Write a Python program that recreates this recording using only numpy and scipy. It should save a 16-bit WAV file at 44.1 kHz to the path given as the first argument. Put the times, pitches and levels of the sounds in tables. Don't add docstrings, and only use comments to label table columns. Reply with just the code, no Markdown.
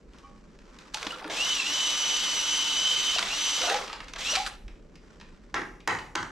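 import sys
import numpy as np
from scipy import signal
from scipy.io import wavfile
from scipy.ndimage import uniform_filter1d, map_coordinates

SR = 44100
rng = np.random.default_rng(int(sys.argv[2]) if len(sys.argv) > 2 else 0)


def waveform_to_disk(signal):
    frames = np.transpose(np.atleast_2d(signal))
    scaled = np.clip(frames, -1, 1) * 32767
    samples = np.round(scaled).astype(np.int16)
    wavfile.write(sys.argv[1], SR, samples)


N = 278257

# f/Hz, relative level/dB
BUCKET_SPECTRUM = [(150, -52), (350, -14), (900, 2), (1600, 5), (3000, 9.5), (6000, 3), (8500, -11.5),
                   (12000, -21), (15000, -40)]
EDGES_HZ = np.geomspace(18, 16000, 30)
# centre f/Hz, band-pass filter
BANDS = [(np.sqrt(lo * hi), signal.butter(2, [lo, hi], "band", fs=SR, output="sos"))
         for lo, hi in zip(EDGES_HZ, EDGES_HZ[1:])]


def from_db(db):
    return 10 ** (np.asarray(db) / 20)


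def rms_one(x):
    return x / np.sqrt(np.mean(x ** 2) + 1e-20)


def at_hz(points, hz):
    freqs, values = np.transpose(points)
    return np.interp(np.log(hz), np.log(freqs), values)


def drift(rate_hz):
    pole = np.exp(-2 * np.pi * rate_hz * 20 / SR)
    slow = signal.lfilter([1], [1, -2 * pole, pole * pole], rng.standard_normal(N // 20 + 4002))[4000:]
    return np.interp(np.arange(N) / 20, np.arange(len(slow)), rms_one(slow))


def swell(crest_s, rise_s, t60):
    t = np.arange(N) / SR - crest_s
    return np.exp(-(np.minimum(t, 0) / rise_s) ** 2) * from_db(-60 * np.maximum(t, 0) / t60)


def add(out, s, sound):
    i = max(0, round(s * SR))
    out[..., i:i + sound.shape[-1]] += sound[..., :N - i]


def ring(clicks, hz, t60):
    r, w = from_db(-60 / (t60 * SR)), 2 * np.pi * hz / SR
    return signal.lfilter([0, np.sin(w)], [1, -2 * r * np.cos(w), r * r], clicks + 1e-18)


def colour(x, spectrum):
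    return sum((-1) ** k * from_db(at_hz(spectrum, hz)) * signal.sosfilt(sos, x)
               for k, (hz, sos) in enumerate(BANDS) if hz > spectrum[0][0] / np.sqrt(2))


def noise_bands(size, low_hz, high_hz):
    # f/Hz, correlation
    likeness = [(30, 1), (150, 0.85), (600, 0.72), (1500, 0.63), (4000, 0.65), (8000, 1), (13000, 1)]
    white = rng.standard_normal((2, 2, size))
    for k, (hz, sos) in enumerate(BANDS):
        if low_hz <= hz <= high_hz:
            mid, side = signal.sosfilt(sos, white[k % 2])
            alike = at_hz(likeness, hz)
            yield hz, np.sqrt(1 + alike) * mid + np.sqrt(1 - alike) * np.array([side, -side])


def noise(spectrum, patchy_db):
    return rms_one(sum(band * from_db(at_hz(spectrum, hz) + patchy_db * drift(14))
                       for hz, band in noise_bands(N, spectrum[0][0], spectrum[-1][0])))


def yard(x, wet_db, dull_hz):
    # f/Hz, t60/s
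    decay = [(100, 0.7), (400, .5), (1000, 0.4541), (2500, 0.41), (6000, 0.34), (14000, 0.88)]
    # delay/s, relative level/dB
    echoes = [(0.012, -19.5), (0.031, -37), (.075, -14)]
    t = np.arange(SR * 3 // 4) / SR
    tail = sum(band * from_db(-60 * t / at_hz(decay, hz))
               for hz, band in noise_bands(len(t), EDGES_HZ[2], EDGES_HZ[-1]))
    tail = rms_one(tail * (1 - np.exp(-t / 0.0085))) / np.sqrt(len(t))
    for delay, db in echoes:
        tail[:, round(delay * SR)] += from_db(db)
    pole = np.exp(-2 * np.pi * dull_hz / SR)
    response = from_db(wet_db) * signal.lfilter([1 - pole], [1, -pole], tail)
    response[:, 0] += 1
    return signal.fftconvolve(x[None], response, axes=1)[:, :N]


def blows(rows, spectrum, contact_s, chatter, usual_hz, tilt_db):
    out, t = np.zeros(N), np.arange(SR // 20) / SR
    for s, db, centre_hz in rows:
        db_per_octave = tilt_db * np.log2(centre_hz / usual_hz)
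        tilted = [(hz, level + db_per_octave * np.log2(hz / usual_hz)) for hz, level in spectrum]
        force = chatter * rng.standard_normal(len(t)) * np.exp(-t / contact_s)
        force[0] = 1
        crack = colour(force, tilted)
        add(out, s, from_db(db) * crack / np.abs(crack).max())
    return out


def open_air():
    # f/Hz, relative level/dB
    wind_spectrum = [(18, 0.5), (30, 2), (42, 5.5), (60, -5.5), (100, -16), (200, -50)]
    traffic_spectrum = [(35, -39), (60, -20.5), (174, 2.5), (219, 1), (491, -6), (526, -5.5), (744, -25),
                        (798, -35), (1180, -31), (2840, -84), (3580, -41), (7160, -39.5), (15000, -78)]
    rustle_spectrum = [(700, 4), (1200, 8), (2200, 1.5), (3500, -4), (6000, -4.5), (8000, -13.5),
                       (11000, -33.5), (15000, -34)]
    # crest t/s, rise/s, t60/s, level/dB
    gusts = [(0.2, .3, 2.7, -58), (3.35, 0.46, 4, -60.5), (4.3, 0.35, 2.7, -53.5), (4.659, .06, 0.37, -45),
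             (5.6, 0.7, 8, -58.5)]
    rustles = [(0.18, 0.067, 1.6, -63), (0.85, 0.18, 1.0, -56.5), (5.17, 0.18, 2.1, -66)]
    blowing = from_db(-58.5) + sum(from_db(db) * swell(*shape) for *shape, db in gusts)
    rustling = from_db(-67.5) + sum(from_db(db) * swell(*shape) for *shape, db in rustles)
    traffic = from_db(-54.5) * noise(traffic_spectrum, patchy_db=2.0)
    wind = blowing * from_db(1.5 * drift(7.9)) * noise(wind_spectrum, patchy_db=1.0)
    rustle = rustling * noise(rustle_spectrum, patchy_db=-0.5) * from_db(2.4 * drift(120))
    return wind + traffic + rustle


def clacks():
    # t/s, dry peak level/dB, centre f/Hz
    hits = [(0.134, -48, 2710), (0.184, -40.5, 4270), (0.588, -42, 2190), (0.787, -38, 3830),
            (0.944, -17.5, 5560), (0.971, -29, 1390), (1.028, -20, 2130), (1.067, -19, 1450),
            (1.105, -30, 2900), (3.184, -11, 2300), (3.191, -14.5, 2000), (3.226, -12.5, 1420),
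            (3.617, -17, 3000), (3.698, -12.5, 2880), (3.743, -17.5, 1110), (4.135, -24.5, 2870),
            (4.353, -11.5, 3400), (4.359, -12.5, 3320), (4.463, -19, 2000)]
    clatter = blows(hits, BUCKET_SPECTRUM, contact_s=0.0036, chatter=0.84, usual_hz=3000, tilt_db=3.0)
    return yard(clatter, wet_db=-3.0, dull_hz=6700)


def clink(at_s=.238):
    # f/Hz, level/dB, t60/s (the swell shortens them further)
    modes = [(1116, -41.5, 0.27), (1210, -50, 0.3), (804, -57.5, 0.78), (2340, -61, 0.38), (3020, -58, .14)]
    click = np.zeros(N)
    click[round(at_s * SR)] = 1
    rings = sum(from_db(db) * ring(click, hz, t60) for hz, db, t60 in modes)
    return yard(rings * swell(at_s + .018, rise_s=.017, t60=1.2), wet_db=-8, dull_hz=3000)


def bubbles(per_s, cycles, spread_db, pitch_count=36):
    # f/Hz, relative level/dB
    spectrum = [(200, -42), (330, -2.5), (500, 6.5), (800, 4.5), (1400, 3), (2200, -2), (4000, -33.5)]
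    strengths = from_db(spread_db * np.minimum(rng.exponential(1, N), 4)) * rng.choice([-1, 1], N)
    births = strengths * (rng.random(N) < per_s * from_db(3 * drift(15)) / SR)
    pitch_index = rng.integers(0, pitch_count, N)
    pitches = np.geomspace(spectrum[0][0], spectrum[-1][0], pitch_count)
    return rms_one(sum(from_db(at_hz(spectrum, hz)) * hz * ring(births * (pitch_index == k), hz, cycles / hz)
                       for k, hz in enumerate(pitches)))


def gulps():
    # t/s, level/dB, starting f/Hz, t60/s
    pockets = [(0.946, -27, 844, 0.075), (1.066, -21, 292, 0.036), (1.069, -38, 194, 0.13),
               (1.107, -18.5, 2840, 0.034), (1.125, -31.5, 1342, .12), (1.25, -30.5, 306, 0.15),
               (1.3, -32, 622, .08), (3.162, -12, 680, 0.016), (3.612, -27, 495, .1),
               (3.635, -23.5, 692, 0.11), (3.672, -19, 694, 0.089), (3.70, -24.5, 456, 0.16),
               (3.71, -20.5, 781, 0.14), (3.742, -12.5, 805, 0.057), (3.755, -25, 488, 0.098),
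               (3.898, -26, 1220, 0.048), (4.331, -18, 595, 0.03), (4.368, -22, 752, 0.18),
               (4.395, -21.5, 812, 0.093)]
    out, t = np.zeros(N), np.arange(SR // 4) / SR
    for s, db, hz, t60 in pockets:
        envelope = (1 - np.exp(-t / 0.0036)) * from_db(db - 60 * t / t60)
        add(out, s, envelope * np.sin(2 * np.pi * hz * (t + 0.067 * t * t / t60)))
    return yard(out, wet_db=-8.0, dull_hz=4000)


def water(speed):
    # crest t/s, rise/s, t60/s, churn/dB, spray/dB
    sloshes = [(0.95, 0.011, 1.4, -50, -38.5), (1.07, 0.064, 0.82, -44, -43), (1.32, 0.11, 0.38, -38, -49),
               (3.22, 0.049, 0.2, -38.5, -34), (3.63, 0.044, 0.33, -36.5, -51),
               (3.72, 0.061, 0.5, -30, -33), (3.89, 0.044, 1.13, -48.5, -45.5),
               (4.164, 0.0081, 0.24, -39.5, -68), (4.36, 0.054, 0.17, -54, -31),
               (4.47, .012, 0.22, -60, -34.5)]
    # f/Hz, relative level/dB
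    spray_spectrum = [(530, 3), (900, -10), (1050, 10.5), (1310, 12.5), (2340, -3), (3830, 8), (6350, -1),
                      (12000, -20), (15000, -64)]
    churning, spraying = from_db(-48) * speed ** 2, from_db(-44) * speed ** 2
    for crest_s, rise_s, t60, churn_db, spray_db in sloshes:
        heave = swell(crest_s, rise_s, t60)
        churning = np.hypot(churning, from_db(churn_db) * heave)
        spraying = np.hypot(spraying, from_db(spray_db) * heave)
    churn = churning * bubbles(per_s=1200, cycles=34, spread_db=3.0)
    churn = signal.sosfilt(signal.butter(4, 220, "high", fs=SR, output="sos"), churn)
    spray = spraying * rms_one(noise(spray_spectrum, patchy_db=3.0) * from_db(3.4 * drift(130)))
    return yard(churn, wet_db=-6.0, dull_hz=4000) + spray


def splats():
    # t/s, dry peak level/dB, centre f/Hz
    soft_hits = [(1.243, -30, 960), (1.298, -24.5, 1180), (3.877, -27, 1750), (3.898, -30, 1300),
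                 (3.929, -22.5, 1290), (4.003, -29.5, 1210), (4.082, -33, 2400), (4.16, -27.5, 1710),
                 (4.68, -39, 1690), (4.955, -40, 3550), (5.199, -40.5, 1700), (5.211, -37.5, 1500),
                 (5.803, -42, 1650), (5.987, -29, 1270)]
    patter = blows(soft_hits, BUCKET_SPECTRUM, contact_s=0.0058, chatter=0.95, usual_hz=3000, tilt_db=3.5)
    return yard(patter, wet_db=-0.5, dull_hz=6050)


def trigger(spin_up_s=.3, kick_s=.012, freewheel_per_s=5.6):
    # pressed t/s, full speed due t/s, released t/s, slowing/(share per s), tone/dB, octave/dB
    pulls = [(1.292, 1.497, 1.535, 1.5, .5, -2), (1.6, 1.752, 3.16, 6, 1.5, -.7),
             (3.22, 3.412, 3.66, 3.2, -4.5, -.5), (4.175, 4.368, 4.33, 4.6, 0, -2)]
    t, runs = np.arange(N) / SR, []
    for pressed, full, released, slowing, tone_db, octave_db in pulls:
        rise = 1 - (np.maximum(full - np.minimum(t, released), 0) / spin_up_s) ** 2
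        kick = np.clip((t - pressed) / kick_s, 0, 1)
        speed = np.clip(rise - slowing * np.maximum(t - released, 0), 0, 1) * kick
        unloaded_db = 20 * np.log10(1 + (slowing / freewheel_per_s) ** 4) * (t > released)
        runs.append([speed, tone_db - unloaded_db, octave_db - unloaded_db])
    runs = np.array(runs)
    fastest = np.argmax(runs[:, 0], axis=0)
    speed, *levels = runs[fastest, :, np.arange(N)].T
    return speed, *uniform_filter1d(levels, size=800)


def mesh_rate(speed, usual_hz=3015, settle_s=.1):
    # t/s, mesh f/Hz
    top = [(1.8, 3014), (1.9, 2982), (2.0, 3005), (2.08, 2980), (2.15, 3015), (2.25, 3000), (2.42, 2946),
           (2.54, 3034), (2.72, 3000), (2.8, 3015), (2.9, 3064), (3.03, 3020), (3.16, 3060)]
    times, top_hz = np.transpose([(top[0][0] - settle_s, usual_hz), *top, (top[-1][0] + settle_s, usual_hz)])
    return np.maximum(speed * np.interp(np.arange(N) / SR, times, top_hz), 1)


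def drill(speed, tone_db, octave_db, teeth=10):
    # f/Hz, level/dB
    mesh_response = [(2250, -58), (2560, -37), (2800, -29), (2950, -35), (3005, -34), (3030, -31),
                     (3060, -30.5)]
    octave_response = [(4900, -60), (5550, -41), (5890, -32), (5990, -36), (6050, -35), (6120, -37)]
    # multiple of the motor speed, relative level/dB
    orders = [(1, -24), (3, -20), (4, -20), (5, -23), (7, -21), (9, -18), (9.5, -16), (10.5, -17),
              (11, -21), (12, -19), (13, -17.5), (14, -26), (15, -17), (21, -23), (30, -30)]
    # f/Hz, half-width/Hz, lift/dB
    housing = [(2100, 110, 5), (2950, 250, 4), (4050, 110, 15)]
    # f/Hz, relative level/dB
    rattle_spectrum = [(130, -22), (200, -60.5), (320, -12), (430, -16.5), (600, -14.5), (1150, -4),
                       (1800, -5), (2400, -1), (3000, 2), (3700, 5), (4900, -6), (6500, 7), (8200, -25.5),
                       (10000, -9), (12500, -33.5), (15000, -61)]
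    mesh_hz = mesh_rate(speed)
    effort = from_db(11.5 * np.log2(speed + 1e-6))
    waver = .0013 * drift(30) + .0008 * drift(6)
    turn = 2 * np.pi * np.cumsum(mesh_hz * (1 + waver)) / (SR * teeth)
    strain = np.clip(10 * (1 - speed), 0, 1)
    mesh = from_db((2.5 + 1.8 * strain) * drift(70) + .7 * drift(12))
    mesh *= np.sin(teeth * turn + (.28 + .17 * strain) * drift(150))
    octave = from_db(1.8 * drift(60) + 2 * drift(12))
    octave *= np.sin(2 * teeth * turn + (.27 + .15 * strain) * drift(150))
    whine = from_db(tone_db + at_hz(mesh_response, mesh_hz)) * mesh
    whine += from_db(octave_db + at_hz(octave_response, 2 * mesh_hz)) * octave
    for multiple, db in orders:
        order_hz = multiple * mesh_hz / teeth
        lift_db = sum(peak_db / (1 + ((order_hz - hz) / width) ** 2) for hz, width, peak_db in housing)
        whine += from_db(db - 33 + lift_db + 2.5 * drift(10)) * np.sin(multiple * turn + .6 * drift(30))
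    whine = yard(np.sqrt(2) * whine * effort, wet_db=-11, dull_hz=7000)
    shake = rms_one((1 + 0.076 * np.sin(turn)) * from_db(drift(83)))
    return whine + from_db(-30) * effort * shake * noise(rattle_spectrum, patchy_db=1.0)


def knocks():
    # t/s, level/dB, centre f/Hz, snap against that level/dB
    strikes = [(5.542, -16, 1320, -2.5), (5.875, -13.5, 910, -3), (6.153, -16, 1460, 0.5),
               (6.228, -32.5, 1110, 3.5)]
    # f/Hz, relative level/dB
    spectrum = [(60, -14), (140, -6), (240, -14.5), (330, -1), (520, -7), (900, -3), (1500, 1),
                (2200, -5.5), (3200, -11.5), (5500, -13.5), (8000, -21.5), (11000, -40), (15000, -40)]
    # f/Hz, relative level/dB, t60/s
    modes = [(334, -31, .42), (834, -27, .5), (910, -29, .4), (1007, -30, .35), (1593, -29, .3),
             (2083, -31, .3), (5647, -47, .8)]
    clicks = np.zeros(N)
    for s, db, _, _ in strikes:
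        clicks[round(s * SR)] = from_db(db)
    rings = sum(from_db(db + 6.5) * ring(clicks, hz, t60) for hz, db, t60 in modes)
    contacts = [(s, db - 2, centre_hz) for s, db, centre_hz, _ in strikes]
    cracks = blows(contacts, spectrum, contact_s=0.0029, chatter=0.11, usual_hz=1540, tilt_db=0.5)
    peaks = [(s + .0025, db + snap_db, centre_hz) for s, db, centre_hz, snap_db in strikes]
    snaps = blows(peaks, spectrum, contact_s=0.0013, chatter=1.0, usual_hz=1500, tilt_db=-4.0)
    return yard(cracks, wet_db=9.5, dull_hz=4300) + snaps + rings


def scene():
    speed, tone_db, octave_db = trigger()
    rinsing = drill(speed, tone_db, octave_db) + water(speed) + gulps() + clacks() + splats()
    left, right = rinsing + knocks() + clink() + open_air()
    left = map_coordinates(left, [np.arange(N) - .62], order=3, mode="nearest")
    return np.array([left * from_db(-0.95), right * from_db(-0.55)])


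def record(dry):
    return signal.sosfilt(signal.ellip(10, .1, 80, 15300, fs=SR, output="sos"), dry)


dry = scene()
out = record(dry)
waveform_to_disk(out)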